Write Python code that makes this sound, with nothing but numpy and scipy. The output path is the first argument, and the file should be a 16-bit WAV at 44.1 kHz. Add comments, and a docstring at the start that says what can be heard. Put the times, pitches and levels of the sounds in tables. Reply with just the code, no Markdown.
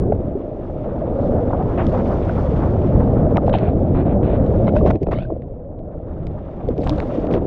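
"""Wind thumps and water gulps at the wet microphone port of a camera riding a wave with a surfer.
In the tube the wave face churns, foam fizzes, and sheets of water and single drops hit the housing.
Trapped air rings in gulps and glugs; draining water forms hollow, ringing pockets.
The lip falls on the housing, a calm glide over the shoulder follows, and a last turn throws up spray."""
import sys
import numpy as np
from scipy import signal
from scipy.fft import rfft, irfft, next_fast_len
from scipy.io import wavfile
from scipy.ndimage import uniform_filter1d, minimum_filter1d

SR = 44100
rng = np.random.default_rng(int(sys.argv[2]) if len(sys.argv) > 2 else 0)


def inscribe(sig):
    """Save sig as 16-bit PCM at rate SR to the path in sys.argv[1].

    A 1-D sig is mono; a 2-D sig holds one channel per row.
    Samples are clipped to [-1, 1] before scaling.
    """
    pcm = np.round(np.clip(np.atleast_2d(sig).T, -1, 1) * 32767)
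    wavfile.write(sys.argv[1], SR, pcm.astype(np.int16))


N = 328986
T = np.arange(N) / SR


def from_db(db):
    """Decibels to gain."""
    return 10 ** (np.asarray(db) / 20)


def unit_rms(x):
    """Scale to unit power."""
    return x / np.sqrt(np.mean(x ** 2) + 1e-20)


def curves(rows):
    """Breakpoints to one per-sample curve per column."""
    times_s, *columns = np.transpose(rows)
    return [np.interp(T, times_s, column) for column in columns]


def swells(rows):
    """Sum of Gaussian bells, one curve per column of heights."""
    centre_s, half_length_s, *heights = np.transpose(rows)
    coarse_s = T[::40]
    bells = np.exp(-((coarse_s[:, None] - centre_s) / half_length_s) ** 2)
    return [np.interp(T, coarse_s, bells @ height) for height in heights]


def add(out, start_s, sound):
    """Mix a short sound in at start_s."""
    at = int(np.clip(round(start_s * SR), 0, N - 1))
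    out[at:at + len(sound)] += sound[:N - at]


def colour(x, spectrum):
    """Shape by a spectrum, rolling off beyond its ends; unit power."""
    size = next_fast_len(N)
    hz, db = np.transpose(spectrum)
    bin_hz = np.maximum(np.arange(size // 2 + 1) * SR / size, 1)
    gain = from_db(np.interp(np.log(bin_hz), np.log(hz), db))
    skirts = np.minimum(1, hz[-1] / bin_hz) ** 2 * np.minimum(1, bin_hz / hz[0])
    return unit_rms(irfft(rfft(x, size) * gain * skirts, size)[:N])


def drift(rate_hz):
    """Slow random wander, unit spread."""
    hop, settle = 40, 2000
    pole = np.exp(-2 * np.pi * hop * rate_hz / SR)
    noise = rng.standard_normal(N // hop + settle + 2)
    slow = signal.lfilter([1], [1, -2 * pole, pole * pole], noise)[settle:]
    return np.interp(np.arange(N) / hop, np.arange(len(slow)), unit_rms(slow))


def steady(x, span_s):
    """Level the power over span_s; faster grain stays."""
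    power = uniform_filter1d(x ** 2, max(int(span_s * SR), 2))
    return x / np.sqrt(np.maximum(power, 1e-9))


def blend(first, second, share):
    """Equal-power mix; share belongs to the first."""
    share = np.clip(share, 0, 1)
    return np.sqrt(share) * first + np.sqrt(1 - share) * second


def eddies(spectrum, rate_hz, lumpy_db):
    """Turbulence: noise in lumps."""
    return colour(rng.standard_normal(N) * from_db(lumpy_db * drift(rate_hz)), spectrum)


def impacts(per_s, spread_db):
    """Random clicks, many small, few large."""
    out = np.zeros(N)
    at = rng.integers(0, N, int(per_s * N / SR))
    level_db = spread_db * np.minimum(rng.exponential(1, len(at)), 4)
    out[at] = from_db(level_db) * rng.choice([-1, 1], len(at))
    return out


def bubbles(low_hz, high_hz, per_s, cycles, spread_db, sizes=20):
    """Bubble cloud; each rings down 60 dB in the given cycles. 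Unit power."""
    births = impacts(per_s, spread_db)
    size_index = rng.integers(0, sizes, N)
    out = np.zeros(N)
    for k, hz in enumerate(np.geomspace(low_hz, high_hz, sizes)):
        cosine = np.cos(2 * np.pi * hz / SR)
        r = np.exp(-np.log(1000) * hz / (cycles * SR))
        kicks = births * (size_index == k) + 1e-18
        out += hz * signal.lfilter([1, -r * cosine], [1, -2 * r * cosine, r * r], kicks)
    return unit_rms(out)


def puff(t, length_s, crest_share=0.23):
    """Air-pocket envelope: early crest, then decay."""
    age = t / (crest_share * length_s)
    return (age * np.exp(1 - age)) ** 2


# Spray bursts: centre t/s, half length/s, level/dB
SPRAY_BURSTS = [(1.248, 0.081, -63.5), (6.85, 0.055, -55.5), (6.972, 0.092, -57.5), (7.331, 0.023, -54.5)]
# Spectrum: f/Hz, level/dB
DROPLET_SPECTRUM = [(700, -10.5), (1300, -2), (3700, 6.5), (4600, -0.5), (6200, -7), (8000, -13.5),
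                    (10500, -23.5), (13000, -41.5)]

def showers():
    """Thrown spray rains on the housing as tiny, briefly ringing droplets."""
    gain, = swells([(s, half_length_s, from_db(db)) for s, half_length_s, db in SPRAY_BURSTS])
    droplets = bubbles(900, 12000, per_s=2200, cycles=14, spread_db=3.2)
    return gain * steady(colour(droplets, DROPLET_SPECTRUM), span_s=0.06)


# Breaking water, swelling as the lip throws: t/s, churn/dB, fizz/dB
SURF_LEVELS = [(0, -46.5, -64.5), (0.55, -50, -61.5), (1.0, -42.5, -60), (1.55, -39, -57),
               (1.92, -35.5, -50), (2.4, -36.5, -50), (3.3, -39.5, -57.5), (3.82, -46, -59),
               (4.2, -43.5, -64), (4.42, -39, -57), (4.6, -40.5, -55), (4.92, -56, -57),
               (5.3, -61.5, -70.5), (5.76, -60.5, -79.5), (6.1, -50.5, -67.5), (6.73, -48.5, -59.5),
               (6.95, -41, -57), (7.16, -42.5, -49.5), (7.34, -36, -60.5), (7.4, -45.5, -60.5)]
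# Spectra: f/Hz, level/dB
CHURN_SPECTRUM = [(450, -29.5), (750, 7), (950, 1.5), (1300, -3.5), (1700, -13.5), (2400, -28), (4500, -46)]
FIZZ_SPECTRUM = [(1000, -22), (1700, 0), (2300, -1.5), (3100, -7), (3650, -7.5), (4200, -23), (5500, -43.5),
                 (9000, -59)]
MIST_SPECTRUM = [(3000, -16), (4300, -0.5), (5300, -3.5), (6200, -6), (7000, -11.5), (8500, -18.5),
                 (10500, -31.5), (13000, -41)]

def surf(churn_trim_db=1.68, fizz_trim_db=-1.93, mist_trim_db=-2, mist_db_per_fizz_db=1.242):
    """The wave face churns with bubbles, its foam fizzes, the lip sheds mist."""
    churn_db, fizz_db = curves(SURF_LEVELS)
    plops = colour(bubbles(700, 2200, per_s=520, cycles=12, spread_db=3.2), CHURN_SPECTRUM)
    sputter = np.interp(churn_db - fizz_db, [14, 23], [0.2, 0.8])  # clear water sputters, foam washes
    churn = blend(plops, eddies(CHURN_SPECTRUM, rate_hz=22, lumpy_db=4), share=sputter)
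    pops = colour(bubbles(1500, 4800, per_s=3000, cycles=12, spread_db=3), FIZZ_SPECTRUM)
    fizz = blend(pops, eddies(FIZZ_SPECTRUM, rate_hz=41, lumpy_db=2.5), share=0.13)
    mist = eddies(MIST_SPECTRUM, rate_hz=70, lumpy_db=1.9)
    return (from_db(churn_db + churn_trim_db) * churn
            + from_db(fizz_db + fizz_trim_db) * fizz
            + from_db(mist_db_per_fizz_db * fizz_db + mist_trim_db) * mist)


# Drops on the housing: t/s, level/dB, tick f/Hz
DROP_HITS = [(0.123, -41, 1400), (1.868, -30.5, 2620), (3.3707, -18, 2000), (3.556, -28, 1500),
             (3.586, -28, 2100), (4.464, -46, 3400), (4.8554, -39, 2224), (4.8904, -36, 1700),
             (5.0315, -37.5, 2370), (5.4208, -44, 1910), (5.7912, -53, 1900), (6.269, -36, 2640),
             (6.687, -38.5, 2520), (6.78, -40, 2600), (6.835, -35, 1790), (6.8414, -40, 4000),
             (6.873, -23.5, 1800), (6.895, -21, 3760), (6.904, -31, 2560), (6.983, -36, 2400),
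             (7.0021, -22.5, 2020), (7.2697, -35, 2300), (7.31, -38, 2400), (7.314, -36, 2000),
             (7.3389, -25.5, 1760)]

def drops(trim_db=3.5, bandwidth_ratio=0.4, scatter_s=0.00083, knock_hz=950, knock_db=-5, knock_s=0.0018):
    """Each drop gives a damped tick, a wet knock and a trace of scattering droplets."""
    out, t = np.zeros(N), T[:SR // 50]
    knock = from_db(knock_db) * np.sin(2 * np.pi * knock_hz * t) * np.exp(-t / knock_s)
    for start_s, db, hz in DROP_HITS:
        blow = (t == 0) + 0.22 * rng.standard_normal(len(t)) * np.exp(-t / scatter_s)
        r = np.exp(-np.pi * bandwidth_ratio * hz / SR)
        ring = signal.lfilter([1, -1], [1, -2 * r * np.cos(2 * np.pi * hz / SR), r * r], blow)
        wall = signal.butter(4, 2400 + 1.08 * hz, fs=SR, output="sos")
        tick = signal.sosfilt(wall, ring)
        hit = tick / np.abs(tick).max() + signal.sosfilt(wall, knock)
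        add(out, start_s, from_db(db + trim_db) * hit)
    return out


# Hollows in draining water: centre t/s, half length/s, reflection, round-trip f/Hz, glide each way/oct
WATER_POCKETS = [(3.541, 0.029, 0.33, 740, 1), (3.685, 0.09, 0.44, 950, -0.08),
                 (4.682, 0.05, 0.46, 867, 0.037), (4.799, 0.036, 0.65, 1090, 0.03),
                 (5.198, 0.077, 0.7, 923, 0.2)]

def pocket():
    """Reflection and round-trip time of the pocket nearest in time; its size shifts as it drains."""
    rows = np.array(WATER_POCKETS)
    nearest = np.argmin(np.abs(T[:, None] - rows[:, 0]), axis=1)
    centre_s, half_length_s, reflection, hz, glide_oct = rows[nearest].T
    age = (T - centre_s) / half_length_s
    trip_hz = hz * 2 ** (glide_oct * np.tanh(2 * age))
    return reflection * np.exp(-age ** 2), 1 / trip_hz


def hollow(x, echo, lag_s, bounces=4):
    """Inverted bounces inside a pocket: a moving comb of resonances."""
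    return sum((-echo) ** k * np.interp(T - k * lag_s, T, x) for k in range(bounces + 1))


# Water sheets (thin, fast ones are brighter): t/s, length/s, level/dB, brightness/dB, low-pass f/Hz
WATER_SHEETS = [(0.121, 0.0043, -42.5, -6.5, 4500), (1.507, 0.0056, -51.5, -12, 3000),
                (1.529, 0.017, -57, -18, 2980), (1.773, 0.047, -38, 1.5, 3340),
                (3.357, 0.017, -39, -4, 3220), (3.464, 0.017, -52, 9, 6000), (3.493, 0.006, -40.5, 3, 6000),
                (3.526, 0.032, -40, 14.5, 3880), (3.5357, 0.004, -31.5, 8.5, 3900),
                (3.567, 0.115, -46, 3, 4300), (3.941, 0.071, -46, -0.5, 4540),
                (4.05, 0.078, -49.5, 1.5, 4000), (4.22, 0.14, -48, 4.5, 4100),
                (4.669, 0.019, -40, 1.5, 5550), (4.749, 0.041, -49, 6, 6500),
                (4.764, 0.0044, -32, -4.5, 6000), (4.86, 0.02, -38.5, 1, 7200), (4.901, 0.01, -33, 0, 8000),
                (4.956, 0.0035, -44, 1.5, 6000), (5.065, 0.0061, -48, -1, 4500),
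                (5.085, 0.0045, -58, -12.5, 4500), (5.111, 0.026, -39, 1, 9000),
                (5.145, 0.084, -50.5, 10, 4400), (5.185, 0.0026, -43, 12.5, 5100),
                (5.3, 0.0043, -69, -23, 1980), (6.862, 0.033, -51, -8.5, 7500),
                (6.98, 0.011, -56, -13, 4000), (7.337, 0.014, -39.5, 2.5, 6000),
                (7.362, 0.015, -46.5, 2, 5500)]
# Spectra: f/Hz, level/dB
SLAP_SPECTRUM = [(300, -26), (650, 20), (1000, 8.5), (1500, -2.5), (2200, -31), (4000, -49)]
SPATTER_SPECTRUM = [(900, -8), (1500, 4), (2600, -4), (3200, -30), (5000, -39)]
SPRAY_SPECTRUM = [(2000, -15), (2900, 0), (3850, -3), (4600, -11.5), (6000, -13.5), (7500, -25),
                  (13000, -37)]

def splashes(slap_db=15, spatter_db=-0.5, spray_db=-13, min_rise_s=0.00066, max_drain_s=0.018):
    """Sheets drum on the housing as impacts and bubbles, then drain; in a pocket they ring and tear."""
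    echo, lag_s = pocket()
    plops = bubbles(550, 2000, per_s=1200, cycles=20, spread_db=3)
    slap = colour(hollow(plops, echo, lag_s), SLAP_SPECTRUM)
    ringing = bubbles(1300, 5200, per_s=700, cycles=45, spread_db=3, sizes=32)
    clicks = unit_rms(impacts(per_s=6000, spread_db=3))
    patter = hollow(blend(ringing, clicks, share=0.5 * echo), echo, lag_s)
    spatter, spray = colour(patter, SPATTER_SPECTRUM), colour(patter, SPRAY_SPECTRUM)
    blobs = steady(from_db((1.8 + 3 * echo) * drift(110)), span_s=0.02)
    bands = blobs * np.array([steady(band, span_s=0.012) for band in (slap, spatter, spray)])
    out = np.zeros(N)
    for start_s, length_s, db, bright_db, top_hz in WATER_SHEETS:
        gains = from_db(db + np.array([slap_db - bright_db, spatter_db, spray_db + bright_db]))
        at = int(start_s * SR)
        water = gains @ bands[:, at:at + SR // 2]
        t = T[:len(water)]
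        rise = np.minimum(t / max(min_rise_s, 0.092 * length_s), 1)
        drain = np.exp(-np.maximum(t - length_s, 0) / min(0.28 * length_s, max_drain_s))
        wet_port = signal.butter(8, top_hz, fs=SR, output="sos")  # wetter is duller
        add(out, start_s, signal.sosfilt(wet_port, water * rise * drain))
    return out


# Water closing over the port: t/s, level/dB, start f/Hz, final f/Hz, length/s
PORT_CLOSURES = [(0.133, -12, 133, 65, 0.066), (0.282, -10.5, 456, 153, 0.011),
                 (1.861, -8.5, 327, 142, 0.047), (3.378, -7.5, 970, 500, 0.013),
                 (4.812, -7, 584, 190, 0.052), (4.957, -12.5, 570, 100, 0.018),
                 (5.024, -16, 500, 149, 0.019), (5.07, -8.5, 774, 99, 0.015),
                 (5.084, -10.5, 880, 111, 0.027), (5.126, -8.5, 980, 105, 0.0184),
                 (5.156, -13, 717, 99, 0.0299), (5.303, -16.5, 766, 296, 0.0084),
                 (6.703, -8, 550, 147, 0.017), (6.779, -10.5, 572, 220, 0.029)]

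def glugs(trim_db=-5.5, fall_share=0.299):
    """Water loads the air in the port; its ring drops from a plop to a thump."""
    out, t = np.zeros(N), T[:SR // 6]
    for start_s, db, start_hz, final_hz, length_s in PORT_CLOSURES:
        hz = final_hz + (start_hz - final_hz) * np.exp(-t / (fall_share * length_s))
        ring = np.sin(2 * np.pi * np.cumsum(hz) / SR)
        add(out, start_s, from_db(db + trim_db) * np.sqrt(puff(t, length_s)) * ring)
    return out


# Trapped air at the port: t/s, level/dB, start f/Hz, length/s
AIR_POCKETS = [(0.077, -13.5, 360, 0.032), (0.093, -11, 428, 0.039), (0.122, -7.5, 620, 0.01),
               (0.35, -12, 388, 0.032), (1.011, -18, 651, 0.048), (1.209, -8.5, 234, 0.033),
               (1.502, -14, 720, 0.017), (1.597, -12.5, 730, 0.029), (1.795, -21, 1500, 0.011),
               (2.294, -19.5, 1420, 0.0082), (3.38, -15.5, 1224, 0.0092), (3.443, -10, 553, 0.019),
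               (3.48, -3, 670, 0.0058), (3.49, -11, 572, 0.03), (3.539, -7, 860, 0.0083),
               (3.551, -6.5, 700, 0.012), (4.676, -8.5, 614, 0.013), (4.692, -28.5, 1380, 0.009),
               (4.809, -23, 1110, 0.012), (4.847, -8, 370, 0.027), (4.853, -6, 490, 0.02),
               (5.014, -11, 398, 0.023), (5.145, -35, 2130, 0.012), (5.185, -15.5, 584, 0.017),
               (5.217, -40, 2570, 0.0088), (5.249, -36, 1520, 0.015), (5.32, -12, 342, 0.013),
               (5.364, -15.5, 526, 0.013), (6.686, -6.5, 473, 0.02), (6.902, -11.5, 301, 0.094),
               (7.18, -12, 314, 0.029)]

def gulps(trim_db=-3, glide=0.018):
    """Trapped air swells, rings briefly and rises in pitch as it escapes."""
    out, t = np.zeros(N), T[:SR // 6]
    for start_s, db, hz, length_s in AIR_POCKETS:
        ring = np.sin(2 * np.pi * hz * t * (1 + glide * t / length_s))
        add(out, start_s, from_db(db + trim_db) * puff(t, length_s) * ring)
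    return out


def swirl(centre_hz=470, wander=0.16, width_hz=36):
    """A swirling cavity over the port rings in a narrow band that wanders with its size."""
    hz = centre_hz * np.exp(2 * wander * np.tanh(drift(3)))
    phase = 2 * np.pi * np.cumsum(hz) / SR
    return drift(width_hz) * np.cos(phase) + drift(width_hz) * np.sin(phase)


# Spectrum: f/Hz, level/dB
ROAR_SPECTRUM = [(100, -20.5), (200, 1.5), (270, 3), (400, -2), (500, -0.5), (620, -1), (720, -7),
                 (850, -15.5), (1100, -26.5), (1700, -58.5), (3000, -84)]

def water_roar():
    """Water gurgles across the port: swirl, large short-lived bubbles, eddies."""
    cavities = blend(swirl(), bubbles(190, 820, per_s=600, cycles=19, spread_db=2.5), share=0.25)
    wash = eddies(ROAR_SPECTRUM, rate_hz=15, lumpy_db=2)
    return steady(blend(colour(cavities, ROAR_SPECTRUM), wash, share=0.68), span_s=0.08)


# Spectrum in light wind: f/Hz, level/dB
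WIND_SPECTRUM = [(25, -15), (46, 2.5), (79, 5.5), (120, 2), (175, 0), (250, -16), (420, -20.5), (850, -66)]

def wind_buffet(wind_db, light_db=-23.5, strong_db=-15, strong_pitch_ratio=1.176):
    """Wind thumps on the port; stronger wind sheds eddies faster and sounds higher. Unit power."""
    strength = (wind_db - light_db) / (strong_db - light_db)
    raised_spectrum = [(hz * strong_pitch_ratio, db) for hz, db in WIND_SPECTRUM]
    strong = eddies(raised_spectrum, rate_hz=21, lumpy_db=1.5)
    light = eddies(WIND_SPECTRUM, rate_hz=13, lumpy_db=-0.4)
    return steady(blend(strong, light, share=strength), span_s=0.099)


# Flow through tube, shoulder and last turn: t/s, wind/dB, roar/dB
FLOW_LEVELS = [(0, -14.5, -20.5), (0.42, -33, -25.5), (0.66, -27, -28), (1.08, -22.5, -21.5),
               (1.3, -19, -17.5), (1.68, -19, -21.5), (2.0, -18.5, -17.5), (2.3, -18, -22.5),
               (2.6, -15, -20), (3.28, -14, -17), (3.7, -15, -18.5), (4.9, -14, -16.5), (5.22, -22, -30.5),
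               (5.6, -32.5, -33.5), (5.95, -29, -31.5), (6.55, -31.5, -32), (7.18, -26, -21),
               (7.46, -21.5, -21)]
# Surges from chop and board turns: centre t/s, half length/s, wind rise/dB, roar rise/dB
FLOW_SURGES = [(0.29, 0.055, 5.5, -2), (0.87, 0.036, -2, 1.5), (1.35, 0.038, 2.5, 2.5),
               (1.88, 0.064, 3, -1), (2.97, 0.034, 8, 1.5), (3.2, 0.083, 1.5, 1), (4.75, 0.015, 3, 4.5),
               (4.85, 0.039, 3, 2.5), (5.32, 0.026, -2, 8), (6.26, 0.15, 7.5, 1), (6.7, 0.079, 10, 4.5),
               (6.81, 0.039, 1, 5.5), (6.91, 0.11, 11.5, 1), (7.34, 0.052, 4, 6)]
# Deepest rumble: f/Hz, level/dB
HEAVE_SPECTRUM = [(10, -12.5), (25, 8), (45, 1.5), (70, -16), (150, -35.5)]

def port_flow(wind_trim_db=-2.5, roar_trim_db=-1.58, heave_trim_db=-17.5, heave_db_per_wind_db=0.62):
    """Air and water surge past the port over a deep heave that follows the wind."""
    wind_db, roar_db = curves(FLOW_LEVELS)
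    gust_db, wash_db = swells(FLOW_SURGES)
    gusty_db = wind_db + gust_db
    wind = wind_buffet(wind_db)
    heave = steady(eddies(HEAVE_SPECTRUM, rate_hz=3.3, lumpy_db=2), span_s=0.25)
    return (from_db(gusty_db + wind_trim_db) * wind
            + from_db(heave_db_per_wind_db * gusty_db + heave_trim_db) * heave
            + from_db(roar_db + wash_db + roar_trim_db) * water_roar())


# Brief level dips, mostly just after a slap: centre t/s, half length/s, depth/dB
RUSH_DIPS = [(3.41, 0.03, 4), (3.59, 0.031, 3.5), (4.718, 0.014, 3.5), (4.99, 0.022, 15),
             (5.055, 0.01, 11.5), (6.745, 0.022, 4)]

def scene():
    """Mono sum at the port; only flow and surf dip."""
    dip_db, = swells(RUSH_DIPS)
    rush = from_db(-dip_db) * (port_flow() + surf())
    return (rush + splashes() + gulps() + glugs() + drops() + showers())[None]


def record(dry):
    """Look-ahead limiter on the biggest thumps, then a steep low-pass."""
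    ceiling, window, stopband_hz = 0.78, SR // 80, 13000
    gain = minimum_filter1d(ceiling / np.maximum(np.abs(dry), ceiling), 2 * window)
    gain = uniform_filter1d(uniform_filter1d(gain, window), window)
    lowpass = signal.cheby2(12, 70, stopband_hz, fs=SR, output="sos")
    return signal.sosfilt(lowpass, dry * gain)


dry = scene()
out = record(dry)
inscribe(out)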